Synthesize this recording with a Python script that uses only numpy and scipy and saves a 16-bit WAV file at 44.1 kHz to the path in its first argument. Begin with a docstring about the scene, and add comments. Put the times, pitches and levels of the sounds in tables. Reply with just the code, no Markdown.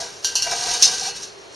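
"""Glass marbles rattle and ring in a round tin as a cat bats them about, on a carpet in a quiet room.
They tap the wall three times, roll round, clash hard once and roll to rest.
Taps, clashes and rolling ring the same wall; rolling also drums the bottom and makes it sing.
The hardest clash overloads the microphone. Soft hiss, a hum and a thin whine lie underneath."""
import sys
import numpy as np
from scipy import signal
from scipy.fft import rfft, irfft, next_fast_len
from scipy.io import wavfile
from scipy.ndimage import map_coordinates

SR = 44100
rng = np.random.default_rng(int(sys.argv[2]) if len(sys.argv) > 2 else 0)


def digitize_waveform(pressure):
    """Quantize a signal to 16-bit integers and store it at the path in sys.argv[1].

    Rows of a 2-D input are taken as channels; values are limited to [-1, 1].
    """
    field = np.atleast_2d(pressure).T
    bounded = np.clip(field, -1, 1)
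    quanta = np.round(bounded * 32767).astype(np.int16)
    wavfile.write(sys.argv[1], SR, quanta)


N = 68355

# marble on wall: t/s, level/dB, click f/Hz, click trim/dB, ring trim/dB, thud trim/dB
WALL_TAPS = [(.2457, -18.5, 5970, 9, 5.9, -7.5), (.2508, -27, 4560, 3, 11, -20),
             (.3544, -18.5, 5740, 14.5, 4.7, -8), (.3602, -22.5, 5650, -11, 9.5, -21),
             (.4224, -22, 5500, 13, 7.4, -42), (.4272, -33, 5570, 23, 2, -25),
             (.4325, -38, 5660, 1, 12, -21)]
# marble on marble: same columns
MARBLE_CLASHES = [(.512, -20.5, 5740, -7, -20, -8), (.711, -25, 5770, 9.5, -6, -30),
                  (.8238, -11.5, 5340, 6.5, 7.5, -34), (.8298, -10.5, 5820, 11, -2, -18),
                  (.8544, -19, 6260, 15, 3.5, -27), (.996, -30, 5800, 15, -21, -18)]
# shimmer, the crowd of weak modes that a tap wakes: f/Hz, level/dB
TAP_SHIMMER = [(100, -46), (450, -32), (1300, -28), (1600, -11.5), (2400, -34), (2950, -10), (3430, -15.5),
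               (4400, 5), (5000, -25), (5750, 10), (6250, -4), (7400, 0), (8300, -20), (9200, -13),
               (11000, -20)]
# shimmer of a clash: f/Hz, level/dB
CLASH_SHIMMER = [(100, -42), (1300, -31), (2300, -19), (3300, -14), (3700, 0), (4600, -5), (5200, 5),
                 (5900, -4.5), (6350, 5), (7600, -13.5), (9800, -18.5), (11000, -31)]
# thud of the jolted tin: f/Hz, level/dB
THUD_SPECTRUM = [(30, -30), (170, 17), (450, 19), (1000, 27.5), (2000, -22), (4000, -50)]

def knocks(blows, shimmer_spectrum, contact):
    """Each blow is a crack, a short glassy click and a thud; then the wall rings and shimmers."""
    out, t = np.zeros(2 * N), clock()
    for start, db, click_hz, click_db, ring_db, thud_db in blows:
        click_tone = np.sin(2 * np.pi * click_hz * t)
        click = amp(click_db + 9.5) * click_tone * fade(t60=.01) * attack(.00062) ** 2
        crack = amp(-7) * rng.standard_normal(N) * fade(t60=.0064)
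        ringing = amp(ring_db - 7.5) * wall(contact) * attack(.00086)
        shimmer = amp(2) * noise(shimmer_spectrum) * fade(t60=.17)
        thud = amp(thud_db) * noise(THUD_SPECTRUM) * fade(t60=.024)
        out[round(start * SR):][:N] += amp(db) * (click + crack + ringing + shimmer + thud)
    return out[:N]

# the wall's modes: f/Hz, tapped level/dB, rolled level/dB, clashed level/dB
WALL_MODES = [(1572, -16, -25, -30), (2612, -16, -16, -20), (2772, -21, -16, -17), (2822, -8, -16, -21),
              (2917, -22, -15, -21), (3026, -12, -22, -25), (3262, -16, -22, -26), (3756, -13, -15, -14),
              (4215, -8, -16, -22), (4260, -7, -9, -14), (4303, -20, -5, -18), (4385, -6, -18, -6),
              (4524, -7, -14, -8), (4680, -20, -11, -14), (4768, -7, -12, -16), (5010, -26, -17, -4),
              (5160, -16, -13, -6), (5230, -14, -12, -4), (5540, -7, -6, -10), (5604, -4, -9, -6),
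              (5678, -1, 1.5, 1), (5962, -9, -11, -9), (6085, -5, -7, -7), (6233, -4, -7, 1),
              (6338, -17, -8, -6), (6460, -18, -5, -8), (7124, -15, -15, -7)]
TAPPED, ROLLED, CLASHED = 1, 2, 3  # level columns
WALL_MAIN_HZ, WALL_T60_S = 5678, .19

def wall(contact):
    """The wall's metallic ring for one kind of contact; lower modes last longer."""
    return ring([(mode[0], mode[contact], WALL_T60_S * WALL_MAIN_HZ / mode[0]) for mode in WALL_MODES])

# envelope of the rattle on the wall: t/s, level/dB
RATTLE_ENVELOPE = [(0, -21.5), (.02, -30.5), (.07, -34.5), (.14, -41), (.22, -43), (.245, -28.5),
                   (.33, -33.5), (.44, -26.5), (.49, -27.5), (.53, -24), (.57, -25.5), (.63, -23.5),
                   (.74, -20.5), (.785, -29), (.82, -17), (.95, -25), (1.04, -26.5), (1.085, -25.5),
                   (1.115, -36), (1.145, -38), (1.16, -28), (1.185, -37.5), (1.23, -30.5), (1.31, -48),
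                   (1.52, -49.5), (1.55, -36.5)]
# bright colour of that rattle: f/Hz, level/dB
RATTLE_SPECTRUM = [(100, -32), (500, -21), (1300, -12.5), (2300, -17.5), (2800, -8.5), (3400, -10),
                   (3800, 0), (4800, -3.5), (5600, 1.5), (6500, 1.5), (8200, -15.5), (9800, -18),
                   (11000, -28)]
# envelope of the drumming on the bottom: t/s, level/dB
DRUM_ENVELOPE = [(0, -30), (.02, -36.5), (.1, -45), (.23, -61), (.26, -44.5), (.43, -40), (.47, -30.5),
                 (.5, -34.5), (.518, -24.5), (.56, -34.5), (.74, -31.5), (.82, -41.5), (.89, -32.5),
                 (.99, -37.5), (1.03, -37), (1.085, -37.5), (1.12, -39), (1.22, -46), (1.3, -65)]
# the bottom's modes: f/Hz, level/dB, t60/s
BOTTOM_MODES = [(478.2, -3, 0.091), (795, -8.5, 0.19), (950, -3, 0.081), (998, -13, 0.1),
                (1247, -14.5, 0.18), (1558, 0, 0.081), (1634, -5.5, 0.12), (1946, 1, 0.03),
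                (2330, -1.5, 0.1)]
# rumble of the tin rocking on the carpet: f/Hz, level/dB
RUMBLE_SPECTRUM = [(20, -0.5), (120, 3), (400, -3.5), (900, -33), (3000, -52)]

def rolling():
    """Bumps rattle the wall and drum the bottom, and the tin rumbles on the carpet."""
    on_wall = bumps() * amp(curve(RATTLE_ENVELOPE) - 1)
    rattle = through(on_wall, noise(RATTLE_SPECTRUM) * fade(t60=.084))
    ringing = amp(-4) * through(on_wall, wall(ROLLED))
    drum_db = curve(DRUM_ENVELOPE)
    drum = through(bumps() * amp(drum_db), ring(BOTTOM_MODES))
    rumble_db = -53 + .49 * (drum_db - drum_db.mean())  # rides the drumming at half depth
    return rattle + ringing + drum + amp(rumble_db) * noise(RUMBLE_SPECTRUM)

def bumps(per_s=1900, spread_db=4.5):
    """Tiny random contacts of a rolling marble, rms 1."""
    hits = rng.random(N) < per_s / SR
    polarity = np.sign(rng.standard_normal(N))
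    strength = amp(spread_db * np.clip(rng.standard_normal(N), -2, 2))
    return unit(hits * polarity * strength)

# a rolling marble brushes the wall: t/s, level/dB
WALL_GRAZES = [(0.507, -24), (0.704, -17.5), (.888, -19), (1.064, -20), (1.15, -36)]

def grazes():
    """A soft contact with the wall makes its main note swell and ring out."""
    out, t = np.zeros(2 * N), clock()
    for start, db in WALL_GRAZES:
        note = np.sin(2 * np.pi * (WALL_MAIN_HZ * t + rng.random()))
        out[round(start * SR):][:N] += amp(db) * note * fade(WALL_T60_S) * attack(.0034)
    return out[:N]

# envelope of the bottom's main note: t/s, level/dB
SING_ENVELOPE = [(0, -30.5), (.02, -31), (.11, -55), (.43, -54), (.468, -31), (.5, -37), (.53, -23.5),
                 (.56, -33.5), (.76, -32.5), (.855, -43), (.885, -27.5), (.912, -44), (.935, -33),
                 (.995, -68), (1.02, -31), (1.05, -40), (1.085, -29), (1.125, -56), (1.25, -65)]

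def singing_bottom(main_hz=673, partner_above_hz=65.35, rise_hz_per_s=68, wander_hz=12.46, flutter_db=4):
    """The bottom's main note wavers under the marble, slowly rises and beats with a weaker partner."""
    def note(start_hz):
        hz = start_hz + rise_hz_per_s * clock() + wander_hz * wobble()
        db = curve(SING_ENVELOPE) + flutter_db * wobble()
        return amp(db) * np.sin(2 * np.pi * np.cumsum(hz) / SR)
    return note(main_hz) + amp(-8.5) * note(main_hz + partner_above_hz)

# bed of room air and hiss: f/Hz, level/dB
AIR_SPECTRUM = [(25, -46), (114, -9.5), (238, -17), (402, -3.5), (616, -7), (3830, -19.5), (4220, -17),
                (9460, -39), (16000, -120)]

def room_tone():
    """Soft hiss with a low hum and a thin whine."""
    def band(centre_hz, width_hz):
        white = rng.standard_normal(N)
        return unit(filtered(white, lambda hz: 1 / (1 + ((hz - centre_hz) / width_hz) ** 2)))
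    hiss = amp(-44) * noise(AIR_SPECTRUM)
    hum = amp(-50.5) * band(401, width_hz=33)
    whine = amp(-56.5) * band(4258, width_hz=4)
    return hiss + hum + whine

def amp(db):
    """Decibels to gain."""
    return 10 ** (np.asarray(db) / 20)

def unit(x):
    """Scale to rms 1."""
    return x / np.sqrt(np.mean(x ** 2) + 1e-20)

def clock():
    """Each sample's time in seconds."""
    return np.arange(N) / SR

def attack(rise_s):
    """Onset from 0 towards 1 with time constant rise_s."""
    return 1 - np.exp(-clock() / rise_s)

def fade(t60):
    """Exponential decay by 60 dB in t60 seconds."""
    return np.exp(-np.log(1000) * clock() / t60)

def curve(rows):
    """(t/s, value) breakpoints as one value per sample."""
    return np.interp(clock(), *np.transpose(rows))

def wobble(knots_per_s=120):
    """Smooth random modulation."""
    return map_coordinates(rng.standard_normal(1000), [clock() * knots_per_s], mode="wrap")

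def filtered(x, response):
    """Filter x by a gain that is a function of frequency."""
    size = next_fast_len(N + SR // 2)
    return irfft(rfft(x, size) * response(np.fft.rfftfreq(size, 1 / SR)), size)[..., :N]

def eq(x, points):
    """Shape x by (f/Hz, level/dB) points joined on a log axis."""
    f, db = np.transpose(points)
    return filtered(x, lambda hz: amp(np.interp(np.log(hz + 1), np.log(f + 1), db)))

def noise(spectrum):
    """Coloured noise of rms 1."""
    return unit(eq(rng.standard_normal(N), spectrum))

def ring(modes):
    """Damped modes struck at a random spot."""
    t = clock()
    return sum(amp(db + rng.normal(0, 1)) * fade(t60) * np.sin(2 * np.pi * (hz * t + rng.random()))
               for hz, db, t60 in modes)

def through(x, impulse_response):
    """Drive a resonant body with x, keeping the power."""
    return signal.fftconvolve(x, impulse_response / np.linalg.norm(impulse_response))[:N]

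# stereo width of the reflections: f/Hz, side over mid level/dB
REFLECTION_WIDTH = [(30, -17), (280, -8.5), (700, -17.5), (2700, -18), (3600, 1), (4300, -58.5)]
# stereo width of the room tone: f/Hz, side over mid level/dB
AIR_WIDTH = [(30, 1), (150, -5), (3700, 2), (4400, -21)]

def scene():
    """The tin is straight ahead; reflections and room tone widen only the lower sounds."""
    tin = knocks(WALL_TAPS, TAP_SHIMMER, TAPPED) + knocks(MARBLE_CLASHES, CLASH_SHIMMER, CLASHED)
    tin += rolling() + grazes() + singing_bottom()
    reflections = through(tin, rng.standard_normal(N) * fade(t60=.065))
    mid = tin + room_tone()
    side = eq(reflections, REFLECTION_WIDTH) + eq(room_tone(), AIR_WIDTH)
    return np.array([mid + side, mid - side])

# microphone response with a narrow treble notch: f/Hz, level/dB
MIC_EQ = [(7500, -2), (7750, -0.5), (7950, -40), (8100, -11), (8300, 2.5)]
CLIP_LEVEL, TOP_HZ = 1.03, 12100

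def record(dry):
    """Microphone colour, overload and band limit."""
    clipped = np.clip(eq(dry, MIC_EQ), -CLIP_LEVEL, CLIP_LEVEL)
    return filtered(clipped, lambda hz: hz < TOP_HZ)

dry = scene()
out = record(dry)
digitize_waveform(out)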